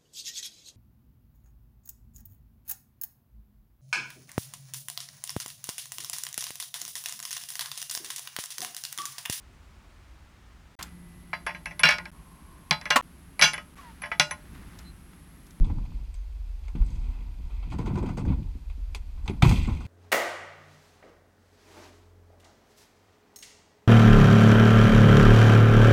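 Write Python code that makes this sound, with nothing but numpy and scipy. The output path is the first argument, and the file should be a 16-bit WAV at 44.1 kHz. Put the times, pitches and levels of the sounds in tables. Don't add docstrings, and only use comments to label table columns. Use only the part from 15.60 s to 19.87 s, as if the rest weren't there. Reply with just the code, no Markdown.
import sys
import numpy as np
from scipy import signal
from scipy.fft import rfft, irfft, next_fast_len
from scipy.io import wavfile
from scipy.ndimage import map_coordinates

SR = 44100
rng = np.random.default_rng(int(sys.argv[2]) if len(sys.argv) > 2 else 0)


def file_out(sig):
    cols = np.atleast_2d(sig).T
    lim = np.clip(cols, -1, 1)
    pcm = np.round(lim * 32767).astype(np.int16)
    wavfile.write(sys.argv[1], SR, pcm)


def convert_level_to_amplitude(level_db):
    exponent = np.asarray(level_db, float) / 20
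    return 10 ** exponent


N = 188130

# pitch_hz, level_db (per Hz)
HULL_BODY = [(47, -11), (80, 6.5), (110, 4), (150, 2), (200, -1.5), (270, -5), (345, -13), (420, -24.5),
             (500, -23.5), (600, -29.5), (840, -51), (1430, -120)]


def unit(x):
    return x / np.sqrt(np.mean(x ** 2) + 1e-20)


def along(points, hz):
    point_hz, value = np.transpose(points)
    return np.interp(np.log(hz + 1), np.log(point_hz + 1), value)


def wobble(rate_hz):
    knots = rng.standard_normal(int(N * rate_hz / SR) + 4)
    return map_coordinates(knots, [np.arange(N) * rate_hz / SR])


def filtered(x, response):
    size = next_fast_len(N + SR // 2)
    spectrum = rfft(x, size) * response(np.fft.rfftfreq(size, 1 / SR))
    return irfft(spectrum, size)[..., :N]


def noise(spectrum):
    return unit(filtered(rng.standard_normal(N), lambda hz: convert_level_to_amplitude(along(spectrum, hz))))


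def band(x, lo_hz, hi_hz):
    edges_hz = [lo_hz, min(hi_hz, SR / 2.1)]
    return signal.sosfilt(signal.butter(2, edges_hz, "bandpass", fs=SR, output="sos"), x)


def whine():
    # pitch_hz, width_hz, level_db (rms)
    whine_lines = [(4790, 120, -88), (9550, 80, -90), (14400, 300, -83)]
    out = np.zeros(N)
    for pitch_hz, width_hz, level_db in whine_lines:
        line = filtered(rng.standard_normal(N), lambda hz: 1 / (1 + (2 * (hz - pitch_hz) / width_hz) ** 2))
        out += convert_level_to_amplitude(level_db) * unit(line)
    return out


def background():
    # pitch_hz, level_db (per Hz)
    air_spectrum = [(59, -39), (100, 2.5), (176, -23.5), (230, -11.5), (494, -17.5), (1010, -19.5),
                    (1600, -22), (2400, -24.5), (4600, -26.5), (5600, -28.5), (9000, -33.5), (12000, -34),
                    (13300, -38), (14900, -39)]
    air_db, top_hz = -62.5, 14950
    air = convert_level_to_amplitude(air_db + wobble(5.66) / 2) * noise(air_spectrum)
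    return filtered(air + whine(), lambda hz: hz < top_hz)


def contact():
    # start_s, pressure_db, sway_db
    hold = [(0, -32, -31), (.13, -33.5, -32.5), (.36, -45.5, -32.5), (.57, -64, -37.5),
            (1.12, -59.5, -31.5), (1.22, -41.5, -27.5), (1.66, -48.5, -35), (2.02, -51.5, -28.5),
            (2.16, -31, -36), (2.46, -24, -32.5), (2.6, -36, -42), (2.701, -21, -30), (2.86, -46, -35.5),
            (3.1, -64, -34), (3.79, -49, -32.5), (3.86, -20.5, -31), (4.04, -33, -24.5), (4.27, -38, -36)]
    start_s, *columns = np.transpose(hold)
    return [np.interp(np.arange(N) / SR, start_s, column) for column in columns]


def rumble(sway_db):
    # pitch_hz, level_db (per Hz)
    shaking_spectrum = [(11, -21), (20, -4), (40, 7), (62, -1), (75, -3), (86, -20), (105, -34), (140, -55),
                        (240, -120)]
    swings_db, swings_hz = 1, 9
    return convert_level_to_amplitude(sway_db + swings_db * wobble(swings_hz)) * noise(shaking_spectrum)


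def hollow_body(pressure_db):
    shell = unit(convert_level_to_amplitude(2.2 * wobble(40)) * noise(HULL_BODY))
    return convert_level_to_amplitude(pressure_db - 2.0) * shell


def ringing(hz):
    # pitch_hz, width_hz, level_db
    modes = [(503, 125, -9), (760, 175, -2), (884, 21, -2), (966.5, 148, 2.5), (1013, 61, -8.5),
             (1102, 34, -7.5), (1180, 46, -11), (1266, 68, -21), (1430, 257, 2.5), (2050, 176, 3),
             (1820, 23, -8), (2204, 30, -1), (2445, 354, 1.5), (2406, 87, -13.5), (2617, 96, -19),
             (2564, 160, -32), (3220, 590, -1.5), (4070, 630, -7), (4630, 220, -14.5), (5850, 320, -19),
             (6370, 220, -23), (6600, 170, -44), (7600, 570, -24.5), (8300, 3300, -36), (10900, 3700, -43),
             (13100, 1600, -26)]
    total = 0
    for pitch_hz, width_hz, level_db in modes:
        damping = 1.3j * hz * width_hz
        total = total + convert_level_to_amplitude(level_db / 2) * damping / (pitch_hz ** 2 - hz * hz + damping)
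    return total ** 2


def scrape(edges_hz, spread_db):
    grain_hz, common = 500, 0.5
    shared = wobble(grain_hz)
    grains = []
    for _ in edges_hz:
        uneven_db = spread_db * (common * shared + wobble(grain_hz)) + 1.27 * wobble(70)
        grains.append(convert_level_to_amplitude(uneven_db) * rng.standard_normal(N))
    return np.array([unit(band(filtered(x, ringing), *edge)) for x, edge in zip(grains, edges_hz)])


def grit(pressure_db):
    reference_db = -40.5
    over_db = pressure_db - reference_db
    coarse_db = -60.5 + 0.47 * over_db
    fine_db = -64 + 0.14 * over_db
    parts = scrape([(450, 1090), (1800, 19000)], spread_db=1.5)
    return (convert_level_to_amplitude(np.array([coarse_db, fine_db]) - 4.0) * parts).sum(axis=0)


def drag():
    pressure_db, sway_db = contact()
    return rumble(sway_db) + hollow_body(pressure_db) + grit(pressure_db)


def booms():
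    # start_s, level_db, pitch_hz, t60_s, shudder_db
    pressed = [
        (.004, 4, 29.2, 0.12, -32),
        (0.101, -28.5, 107, 0.59, -52),
        (3.635, -50, 300, 0.12, -45),
        (3.681, -34, 50, .096, -31),
        (3.828, 4.5, 123.4, 0.049, -15.5),
        (3.86, -1, 121, 0.056, -54),
        (3.903, -15.5, 90, 0.35, -24),
        (4.077, -16, 216, 0.067, -27.5),
    ]
    # start_s, level_db, pitch_hz, t60_s, shudder_db
    sprung = [(1.152, -36, 288.5, 0.11, -31.5), (1.2, -1, 37.6, 0.13, -46), (2.12, -38, 291, 0.13, -45),
              (2.19, -34, 454, 0.11, -25), (2.577, -31.5, 483, 0.085, -27), (3.696, -28, 379, .08, -31.5),
              (3.845, -20.5, 359, 0.11, -46), (2.276, -22.5, 342, 0.043, -40),
              (2.375, -24.5, 347, 0.12, -53), (2.437, -19, 360, 0.043, -26), (2.66, -18.5, 67.8, 0.51, -26),
              (2.783, -27, 103.2, 0.38, -36), (2.953, -34.5, 209, 0.061, -42.5),
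              (3.176, -44.5, 262, 0.099, -52), (3.356, -54, 398, 0.17, -54),
              (3.876, -2.5, 48.7, 0.099, -48), (4.083, -20, 69, 0.54, -38)]
    out, shake, t = np.zeros(N + SR), np.zeros(N + SR), np.arange(SR // 2) / SR
    jolts = [(-1, row) for row in pressed] + [(1, row) for row in sprung]
    for sign, (start_s, level_db, pitch_hz, t60_s, shudder_db) in jolts:
        start = round(start_s * SR)
        rise = 1 - np.exp(-(t * pitch_hz * 2.2) ** 2)
        swing = convert_level_to_amplitude(level_db - 60 * t / t60_s) * np.sin(2 * np.pi * pitch_hz * t)
        out[start:][:len(t)] += sign * rise * swing
        shake[start:][:len(t)] += convert_level_to_amplitude(shudder_db - 60 * t / 0.32) * (1 - np.exp(-t / 0.00087))
    return out[:N] + shake[:N] * noise(HULL_BODY)


def snaps():
    # start_s, peak_db, pitch_hz
    ticks = [(.045, -36.5, 3460), (.064, -49, 8400), (0.099, -36, 870), (0.184, -39.5, 870),
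             (.253, -45, 840), (.26, -45, 2590), (.32, -46, 1160), (.542, -38, 8230), (1.082, -37.5, 2110),
             (1.081, -48, 6600), (1.25, -45, 8000), (1.264, -50, 8300), (1.304, -42.5, 6570),
             (2.429, -44, 7900), (2.664, -47, 4730), (2.664, -48, 6400), (3.349, -29, 4800),
             (3.348, -30.5, 10230), (3.348, -33, 1140), (3.647, -47, 7700), (3.678, -30.5, 6180),
             (3.679, -25.5, 3540), (3.824, -13.5, 760), (3.822, -11.5, 1190), (3.825, -9.5, 3420),
             (3.824, -8.5, 2314), (3.851, -15, 1040), (3.959, -23, 3170), (4.033, -37, 7600),
             (4.074, -34.5, 7500)]
    # start_s, peak_db, pitch_hz
    chips = [
        (3.7, -64, 10800),
        (4.3, -60, 6400),
        (.555, -67, 6400),
    ]
    # pitch_hz, t60_s
    tick_t60 = [(800, 0.018), (3000, 0.011), (9000, 0.0076)]
    chip_t60_s = 0.25
    out, t = np.zeros(N + SR), np.arange(SR // 5) / SR
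    events = [(*row, along(tick_t60, row[-1])) for row in ticks] + [(*row, chip_t60_s) for row in chips]
    for start_s, peak_db, pitch_hz, t60_s in events:
        drift = np.cumsum(0.11 * rng.standard_normal(len(t)))
        decay = convert_level_to_amplitude(peak_db + 1.5 - 60 * t / t60_s)
        tone = np.sin(2 * np.pi * pitch_hz * t + drift)
        out[round(start_s * SR):][:len(t)] += decay * (1 - np.exp(-t / 0.0011)) * tone
    return out[:N]


def jerks():
    # start_s, peak_db, brightness_db, knock_db
    taps = [(.097, -53.5, -12, 17), (.184, -61, -15, 13.5), (.251, -58, -3, 7), (2.354, -44, -5, 17.5),
            (2.72, -54.5, -15, 20), (.542, -50.5, 2, -3), (1.081, -49, -5, 4), (1.217, -50.5, -6, 9),
            (2.651, -49.5, -1, 17), (2.828, -52, -16, -13), (3.098, -44.5, -14, -4.5),
            (3.347, -30.5, -2, -4.5), (3.574, -59.5, -14, 11), (3.677, -25.5, -15.5, -2),
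            (3.694, -36.5, -6, 8), (3.735, -47, -18, 7), (3.766, -53, -9, 7), (3.8219, -13, -11, -9.5),
            (3.843, -22, -14, -3), (3.892, -24, -2.5, -17), (3.911, -27.5, -7, 8), (4.013, -32, -18, -18),
            (4.17, -41.5, -25, -20), (4.25, -41.5, -9, -9)]
    # start_s, peak_db, brightness_db, knock_db
    slips = [(1.256, -59.5, 8, -1), (1.30, -55, -3, 6), (1.345, -51.5, -4, -13), (2.098, -43, -8.5, -18),
             (2.116, -41.5, -6.5, 9.5), (2.18, -42.5, -3.5, 11), (2.254, -39, -7, 9), (2.292, -50, -9, 16),
             (2.37, -43.5, -4, 15), (2.422, -47, -2.5, 16.5), (2.455, -44.5, -6, 9), (2.484, -47.5, -1, 17),
             (2.569, -42, 2, 14.5), (2.595, -50, -20, -5), (2.696, -50, -14, 10), (2.21, -52, -6, 12),
             (3.654, -58.5, 8, 17.5), (4.043, -33.5, -16, -9), (4.12, -41, -11, -8)]
    # start_s, peak_db, brightness_db, knock_db
    skids = [
        (.045, -48.5, -7, 3.5),
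        (1.036, -51, -11, -7),
        (1.151, -47, -12, 4),
        (2.028, -48.5, -23, 4.5),
        (2.337, -46.5, -10, 4.5),
        (2.678, -42, -21, 2),
        (3.832, -25.5, -10.5, 8),
        (3.95, -32.5, -21, -21),
        (4.073, -42.5, -17, 13.5),
        (4.204, -43, -9, 1.5),
    ]
    # start_s, peak_db, brightness_db, knock_db
    rubs = [
        (1.27, -54.5, -3, -2.5),
        (1.4, -54, -6.5, 2),
        (1.52, -56.5, -18, 4.5),
        (1.89, -54.5, -22, 1.5),
        (1.98, -58, -22, 0),
        (3.84, -30, -6, -4.5),
        (3.93, -38.5, -6.5, -12),
        (4.07, -45.5, -6.5, -4),
    ]
    kinds = [(taps, 0.0015, 0.09), (slips, 0.0071, 0.11), (skids, 0.0024, 0.22), (rubs, 0.018, 0.38)]
    thud_db = -6.5
    fizz_db_per_s = 28
    t = np.arange(SR // 3) / SR
    shares = np.zeros((5, N + SR))
    lasting = np.array([[1.2], [1.1], [1.01], [0.9], [0.8]])
    for rows, rise_s, t60_s in kinds:
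        swell = np.sin(np.pi / 2 * np.minimum(t / max(rise_s, 2e-4), 1)) ** 2
        fading = np.maximum(t - rise_s, 0) / (lasting * max(t60_s, 0.005))
        fall_db = 60 * fading ** (1 + min(rise_s / 0.017, 1))
        crack = 1 + 0.28 * np.exp(-(rise_s / 0.00073) ** 2 - t / 0.0005)
        for start_s, peak_db, bright_db, knock_db in rows:
            stroke = swell * convert_level_to_amplitude(peak_db - fall_db) * crack
            top_db = bright_db - 13 + 0.27 * (peak_db + 10) + fizz_db_per_s * t60_s
            share_db = [[knock_db + thud_db], [knock_db], [0], [bright_db], [top_db]]
            shares[:, round(start_s * SR):][:, :len(t)] += (convert_level_to_amplitude(share_db) * stroke) ** 2
    edges_hz = [(210, 400), (560, 1417), (1800, 3950), (5300, 9500), (9500, 13800)]
    parts = scrape(edges_hz, spread_db=1.5)
    return convert_level_to_amplitude(-10.5) * (np.sqrt(shares[:, :N]) * parts).sum(axis=0)


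def scene():
    return (background() + drag() + booms() + snaps() + jerks())[None]


def band_limit(x):
    return signal.sosfilt(signal.butter(12, 15800, fs=SR, output="sos"), x)


def record(dry):
    top_hz, slope_hz = 15400, 250
    mix = filtered(dry, lambda hz: np.clip((top_hz - hz) / slope_hz, 0, 1))
    return band_limit(mix)


dry = scene()
out = record(dry)
file_out(out)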